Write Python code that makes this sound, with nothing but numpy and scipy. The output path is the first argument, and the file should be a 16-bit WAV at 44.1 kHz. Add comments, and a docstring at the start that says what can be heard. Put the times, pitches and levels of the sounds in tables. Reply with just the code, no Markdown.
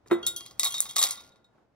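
"""A hand knocks a glass jar against a stone counter: the foot thuds, the air inside booms.
From 0.23 s dried berries fall into it in a few spills. Each snaps, clatters in the jar's air
and rings the glass; the rest tumble and settle by 1.45 s. One faint knock follows at 1.58 s.
A close microphone pair hears it all in a quiet kitchen, over soft rumble and hiss."""
import sys
import numpy as np
from scipy import signal
from scipy.fft import rfft, irfft, next_fast_len
from scipy.io import wavfile

SR = 44100
rng = np.random.default_rng(int(sys.argv[2]) if len(sys.argv) > 2 else 0)


def to_wav(sig):
    """Store sig (one row per channel, or 1-D mono) as 16-bit WAV at the path in sys.argv[1].

    Samples outside -1..1 are clipped; the rate is SR.
    """
    pcm = np.clip(np.atleast_2d(sig), -1, 1) * 32767
    pcm = np.round(pcm).astype(np.int16)
    wavfile.write(sys.argv[1], SR, pcm.T)  # frames by channels


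N = 77175

# berry landings: start_s, snap_db, clatter_db, hardness_db_per_oct, base_db, wall_db, upper_twin_share
LANDINGS = [ (0.229, -48, -65, -6.5, -59, -40, .5), (0.2657, -17, -29, 8, -25, -35, 0),
            (0.363, -29.5, -42, 10, -64, -34, .5), (0.408, -43, -49.5, -3.5, -55, -46.5, .5),
            (0.4619, -44.5, -48.5, 1.5, -69, -61, .5), (0.5104, -49.5, -55, -2, -89, -77, .5),
            (0.5959, -13, -29.5, 3.5, -28.5, -49.5, 1), (.598, -21.5, -36, 5.5, -45, -53, 1),
            (0.6322, -29.5, -27.5, 0.5, -33.5, -44.5, 1), (.645, -18.5, -31.5, 17.5, -45.5, -47, 1),
            (0.6506, -31.5, -32.5, 1.5, -24, -45.5, 1), (0.6611, -35.5, -35.5, -2.5, -39, -52, 1),
            (.670, -33.5, -36, 1, -27, -63.5, 1), (0.7053, -35.5, -43, 6, -52.5, -38.5, .5),
            (.722, -38.5, -45.5, 8.5, -50.5, -39.5, .5), (.7418, -40, -37.5, 0, -31.5, -59, 0),
            (.750, -34.5, -49, -2, -49.5, -52, 0), (.7675, -34.5, -49.5, 4.5, -46, -61.5, 0),
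            (.7812, -31, -40.5, 2.5, -35, -58, 0), (0.8046, -9.5, -29, 14.5, -40, -49, 0),
            (0.827, -29.5, -47.5, -1, -56.5, -53.5, 0), (.855, -42.5, -48, -4.5, -45.5, -60.5, 0),
            (0.8924, -49, -48, 4.5, -41.5, -43, 0), (0.911, -34, -55, 6.5, -66.5, -53, 0),
            (.9605, -31, -32.5, 0.5, -41, -40.5, 1), (.965, -27, -28, -0.5, -35.5, -51.5, .5),
            (.970, -27, -41.5, -2, -44.5, -53.5, .5), (.983, -27, -27.5, -1, -30, -39.5, 1),
            (.9897, -32, -39.5, 8, -22, -49.5, 1), (1.0152, -25.5, -30.5, 0, -33, -35, 1),
            (1.021, -35, -32, -1, -41, -47.5, .5), (1.027, -29.5, -22.5, 2, -24.5, -40.5, 1),
            (1.0371, -27, -26.5, 1.5, -27.5, -42.5, .5), (1.053, -33, -42, 6, -37.5, -54, 1),
            (1.0895, -27, -55.5, -2.5, -51.5, -57.5, .5), (1.1087, -22, -32.5, 2.5, -45.5, -48.5, .5),
            (1.1738, -53, -61, -10, -48.5, -71, 0), (1.320, -72.5, -77.5, -4, -63.5, -88.5, 1),
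            (1.359, -74.5, -71, -5, -71.5, -89.5, 1), (1.4442, -76, -77.5, -4.5, -64.5, -91.5, 1)]
# glass modes, twin base modes first: pitch_hz, base_hit_db, wall_hit_db, t60_s
GLASS_MODES = [(3715.4, 3.5, -25.5, 0.2), (3761, 5.5, -17, 0.11), (1413.7, -30, -18, 0.75),
               (2815, -39.5, -9, 0.17), (3265, -31, 1, 0.21), (3367, -29.5, -2.5, .25),
               (3714, -13, -29, .15), (4160, -9.5, -19.5, 0.13), (4400, -27.5, -5.5, 0.093),
               (5050, -20, -29, .13), (5750, -17, -26, 0.1), (6100, -25, -3.5, 0.083), (7410, -3, -13, .14),
               (7535, -7, -20, .11), (10570, -20, -18.5, .17), (11930, -15.5, -18.5, .11),
               (13827, -29, -23.5, .12)]
# air modes of the jar: pitch_hz, knock_db, berry_db, t60_s
AIR_MODES = [(347, 3, -26.5, 0.18), (678, -24, -25, 0.11), (1116.8, -17, -5, 0.064),
             (1246, -20, -16.5, .12), (2003, -24, -17.5, 0.21)]
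# berry contact: freq_hz, density_db
SNAP_SPECTRUM = [(200, -33), (1100, -19), (2500, -24), (4500, -30), (7800, 10), (10000, -11.5),
                 (13000, -12.5), (16500, -27.5)]
# echoes in the jar: freq_hz, density_db
CLATTER_SPECTRUM = [(100, -30), (400, -19.5), (750, -5.5), (1150, -5.5), (1550, -16), (2100, -4.5),
                    (3050, -8), (3400, -3), (4200, 3.5), (5300, 1.5), (7300, 3.5), (9000, -5), (11000, -8),
                    (12200, -5.5), (14500, -16.5), (15600, -6), (16200, -40)]
# tumbling contacts: time_s, level_db
TUMBLE_ENVELOPE = [(.05, -110), (.075, -57.5), (.10, -70.5), (.22, -73.5), (.28, -39.5), (.34, -72),
                   (.42, -50), (.57, -76), (.62, -55.5), (.66, -44), (.70, -52.5), (.79, -46), (.94, -51.5),
                   (.99, -37.5), (1.04, -27.5), (1.08, -40.5), (1.17, -53.5), (1.28, -64), (1.38, -110)]
# jar rocking on the counter: start_s, thud_db, air_db, glass_db
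KNOCK_HITS = [(.060, -51.5, -69.5, -72), (0.101, -40, -64.5, -81), (0.1114, -20.5, -41, -39.5),
              (0.1153, -26.5, -14, -50.5), (.1272, -27.5, -33, -45.5), (1.581, -61.5, -74, -92.5)]
# foot on stone: freq_hz, density_db
THUD_SPECTRUM = [(30, -30.5), (110, -22.5), (205, -7), (400, 3), (600, -10), (800, -10), (1350, -6),
                 (1800, -16.5), (2800, -22.5), (5000, -44.5), (15000, -44)]
# room decay: freq_hz, t60_s
ROOM_DECAY = [(150, 0.33), (350, 0.72), (1000, 0.47), (4000, 0.52), (8000, 0.15), (15000, 0.21)]
# room tail: freq_hz, gain_db
ROOM_SPECTRUM = [(150, -7), (250, -12), (350, -23), (500, -9.5), (800, -7), (2500, -14.5), (4000, -21),
                 (8000, -11), (15000, -4.5)]
# room tail, left to right: freq_hz, coherence
ROOM_COHERENCE = [(150, 1), (700, .2), (3000, .3), (5000, .6), (7400, 1), (15000, .8)]
# left microphone's phase lead: freq_hz, lead_rad
MIC_LEAD = [(100, 1.5), (380, -1.37), (950, 1.5), (1300, 0), (2300, 0.73), (2900, 2.04), (3500, 1.16),
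            (4400, 1.5), (5000, 1.12), (6100, 1.5), (6950, 3.08), (7900, 3.2), (8700, 4.5), (9900, 5.5),
            (11500, 8), (12700, 8), (14700, 10.5), (15300, 23)]
# microphone balance: freq_hz, left_minus_right_db
MIC_BALANCE = [(200, 2), (480, -4), (1000, 1.5), (1900, 0), (2350, -3.5), (3100, 0.5), (3800, -1),
               (5000, 0.5), (7000, 1)]
# rumble: time_s, level_db
RUMBLE_ENVELOPE = [(0, -72.5), (.15, -65), (.25, -60.5), (.45, -66), (.56, -65), (.7, -65), (1.101, -68.5),
                   (1.399, -74), (1.75, -78.5)]
# rumble: freq_hz, density_db
RUMBLE_SPECTRUM = [(25, -19.5), (42, -17), (58, -1), (95, -5), (125, 3.5), (160, -15.5), (300, -11),
                   (1000, -53)]
# hiss: time_s, level_db
HISS_ENVELOPE = [(0, -68.5), (.55, -62), (1.299, -63.5), (1.48, -70), (1.56, -65.5), (1.63, -67.5),
                 (1.68, -73), (1.75, -71)]
# hiss: freq_hz, density_db
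HISS_SPECTRUM = [(60, -15), (180, 0.5), (400, -2.5), (750, -3.5), (1400, -12.5), (2800, -23), (6000, -29.5),
                 (10000, -40.5), (16000, -46)]
# background, left to right: freq_hz, coherence
BACKGROUND_COHERENCE = [(60, .93), (300, 0.56), (800, .4), (3000, 0.11)]

SNAP_GAIN_DB, CONTACT_T60_S = 16.5, 0.0012
ECHO_DB, ECHO_T60_S = 6, 0.13
SCRAPE_DB, SCRAPE_T60_S = 16.5, 0.019
THUD_T60_S, KNOCK_HARDNESS_DB_PER_OCT, KNOCK_WALL_DB = 0.078, 4.5, -9.5
TICKS_PER_S, TICK_SPREAD_DB, TICK_T60_S = 480, 4, 0.01
RING_SAMPLES, ROOM_DELAY_S = 2 ** 15, 0.004
LOW_CUT_HZ, TOP_HZ = 160, 16800


def berries(glass, air):
    """Each landing: a sharp snap, a short scrape, dense echoes in the jar, ringing glass and air."""
    out = np.zeros(N)
    impulse = np.r_[1, np.zeros(RING_SAMPLES // 32)]
    snap = coloured(impulse, SNAP_SPECTRUM)
    jar_response = noise_burst(ECHO_T60_S)
    air_hz, _, air_db, _ = np.transpose(AIR_MODES)
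    for start_s, snap_db, clatter_db, hardness, base_db, wall_db, upper_share in LANDINGS:
        contact = noise_burst(CONTACT_T60_S)[:RING_SAMPLES // 256]
        echoes = np.convolve(jar_response, contact / np.linalg.norm(contact))[:RING_SAMPLES]
        scrape = amp(SCRAPE_DB) * noise_burst(SCRAPE_T60_S)
        clatter = (amp(ECHO_DB) * echoes + scrape)[:RING_SAMPLES // 2]
        add(out, start_s, amp(snap_db + SNAP_GAIN_DB) * snap)
        add(out, start_s, amp(clatter_db) / 2 * coloured(clatter, CLATTER_SPECTRUM, hardness))
        add(out, start_s, glass(glass_gains(base_db, wall_db, hardness, upper_share)))
        add(out, start_s, air(amp(clatter_db + air_db + tilt_db(air_hz, hardness))))
    return out


def knocks(glass, air):
    """The jar's foot thuds on stone; the air inside booms, the glass rings."""
    out = np.zeros(N)
    air_mode_db = np.array(AIR_MODES)[:, 1]
    for start_s, thud_db, air_db, glass_db in KNOCK_HITS:
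        add(out, start_s, amp(thud_db) * coloured(noise_burst(THUD_T60_S), THUD_SPECTRUM))
        add(out, start_s, air(amp(air_db + air_mode_db)))
        gains = glass_gains(glass_db, glass_db + KNOCK_WALL_DB, KNOCK_HARDNESS_DB_PER_OCT)
        add(out, start_s, glass(gains))
    return out


def tumbling():
    """Berries roll over each other in a shower of tiny ticks."""
    ticks = (rng.random(N) < TICKS_PER_S / SR) * amp(TICK_SPREAD_DB * rng.standard_normal(N))
    power = np.abs(signal.fftconvolve(ticks ** 2, decay(TICK_T60_S) ** 2)[:N])
    shower = unit_rms(np.sqrt(power) * rng.standard_normal(N))
    return coloured(shower * gain_curve(TUMBLE_ENVELOPE), CLATTER_SPECTRUM, hardness_db_per_oct=-1.5)


def resonator(modes):
    """Damped modes. Returns strike(gains), with random phases and about 1 dB of scatter per hit."""
    waves = np.array([np.exp(2j * np.pi * hz * np.arange(RING_SAMPLES) / SR) * decay(t60_s)
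                      for hz, _, _, t60_s in modes])
    waves *= 1 - decay(t60_s=0.0056)  # attack

    def strike(gains):
        scatter = amp(rng.normal(0, 1, len(modes)))
        phasors = np.exp(2j * np.pi * rng.random(len(modes)))
        return ((gains * scatter * phasors) @ waves).real
    return strike


def glass_gains(base_db, wall_db, hardness_db_per_oct, upper_share=0):
    """Mode gains for one blow; where it lands splits the energy between the twin base modes."""
    hz, base_hit_db, wall_hit_db, _ = np.transpose(GLASS_MODES)
    twins = np.r_[np.sqrt([1 - upper_share, upper_share]), np.ones(len(hz) - 2)]
    base = twins * amp(base_db + base_hit_db)
    wall = amp(wall_db + wall_hit_db)
    return np.hypot(base, wall) * amp(tilt_db(hz, hardness_db_per_oct))


def tilt_db(hz, hardness_db_per_oct):
    """Harder contacts favour the treble."""
    return hardness_db_per_oct * np.log2(np.clip(hz, 1500, 10000) / 4500)


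def kitchen(x):
    """Short diffuse tail, partly shared by the two microphones."""
    hz, time_s, noise = signal.stft(rng.standard_normal((2, RING_SAMPLES)), SR, nperseg=256)
    damping = np.exp(-np.log(1000) * time_s / at_hz(ROOM_DECAY, hz)[:, None])
    tails = signal.istft(noise * damping, SR, nperseg=256)[1]
    tails = np.pad(tails / np.linalg.norm(tails[0]), ((0, 0), (round(ROOM_DELAY_S * SR), 0)))
    reverb = signal.fftconvolve(x[None], tails, axes=1)[:, :N]
    return stereo(reverb, ROOM_SPECTRUM, ROOM_COHERENCE)


def microphones(x):
    """Sound reaches the pair with a small lag and level difference."""
    sides = np.array([[.5], [-.5]])
    return filtered(x, lambda hz: amp(sides * at_hz(MIC_BALANCE, hz))
                    * np.exp(1j * sides * at_hz(MIC_LEAD, hz)))


def background(spectrum, envelope):
    """Soft stereo noise, nearly mono in the bass."""
    noise = stereo(rng.standard_normal((2, N)), spectrum, BACKGROUND_COHERENCE)
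    return unit_rms(noise) * gain_curve(envelope)


def stereo(pair, spectrum, coherence):
    """Two unrelated signals to left and right, with given spectrum and coherence."""
    def response(hz):
        angle_rad = np.arccos(at_hz(coherence, hz)) / 2
        return amp(at_hz(spectrum, hz)) * [np.cos(angle_rad), np.sin(angle_rad)]
    mid, side = filtered(pair, response)
    return np.array([mid + side, mid - side])


def coloured(x, spectrum, hardness_db_per_oct=0):
    """Minimum-phase filter of unit energy."""
    size = next_fast_len(len(x) + RING_SAMPLES // 8)
    size += size % 2
    hz = np.fft.rfftfreq(size, 1 / SR)
    magnitude = unit_rms(amp(at_hz(spectrum, hz) + tilt_db(hz, hardness_db_per_oct)))
    cepstrum = irfft(np.log(magnitude))
    cepstrum[1:size // 2] *= 2
    cepstrum[size // 2 + 1:] = 0
    return irfft(rfft(x, size) * np.exp(rfft(cepstrum)))[:len(x)]


def filtered(x, response):
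    """Apply a complex response(hz)."""
    size = next_fast_len(N + SR // 2)
    hz = np.fft.rfftfreq(size, 1 / SR)
    return irfft(rfft(x, size) * response(hz), size)[..., :N]


def amp(db):
    return 10 ** (np.asarray(db) / 20)


def unit_rms(x):
    return x / np.sqrt(np.mean(x ** 2) + 1e-20)


def at_hz(points, hz):
    """Interpolate on a log frequency axis."""
    freq_hz, values = np.transpose(points)
    return np.interp(np.log(hz + 1), np.log(freq_hz + 1), values)


def gain_curve(envelope):
    """Points of time_s, level_db to one gain per sample."""
    return amp(np.interp(np.arange(N) / SR, *np.transpose(envelope)))


def decay(t60_s):
    return np.exp(-np.log(1000) * np.arange(RING_SAMPLES) / SR / t60_s)


def noise_burst(t60_s):
    return rng.standard_normal(RING_SAMPLES) * decay(t60_s)


def add(track, start_s, sound):
    part = track[round(start_s * SR):][:len(sound)]
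    part += sound[:len(part)]


def scene():
    """Jar, room, background."""
    glass, air = resonator(GLASS_MODES), resonator(AIR_MODES)
    jar = knocks(glass, air) + berries(glass, air) + tumbling()
    # the jar's sounds carry no deep bass
    jar = signal.sosfilt(signal.butter(2, LOW_CUT_HZ, "highpass", fs=SR, output="sos"), jar)
    jar_in_room = microphones(jar + kitchen(jar))
    rumble = background(RUMBLE_SPECTRUM, RUMBLE_ENVELOPE)
    hiss = background(HISS_SPECTRUM, HISS_ENVELOPE)
    return jar_in_room + rumble + hiss


def record(dry):
    """Steep low-pass at the band limit."""
    return filtered(dry, lambda hz: 1 / np.sqrt(1 + (hz / TOP_HZ) ** 200))


dry = scene()
out = record(dry)
to_wav(out)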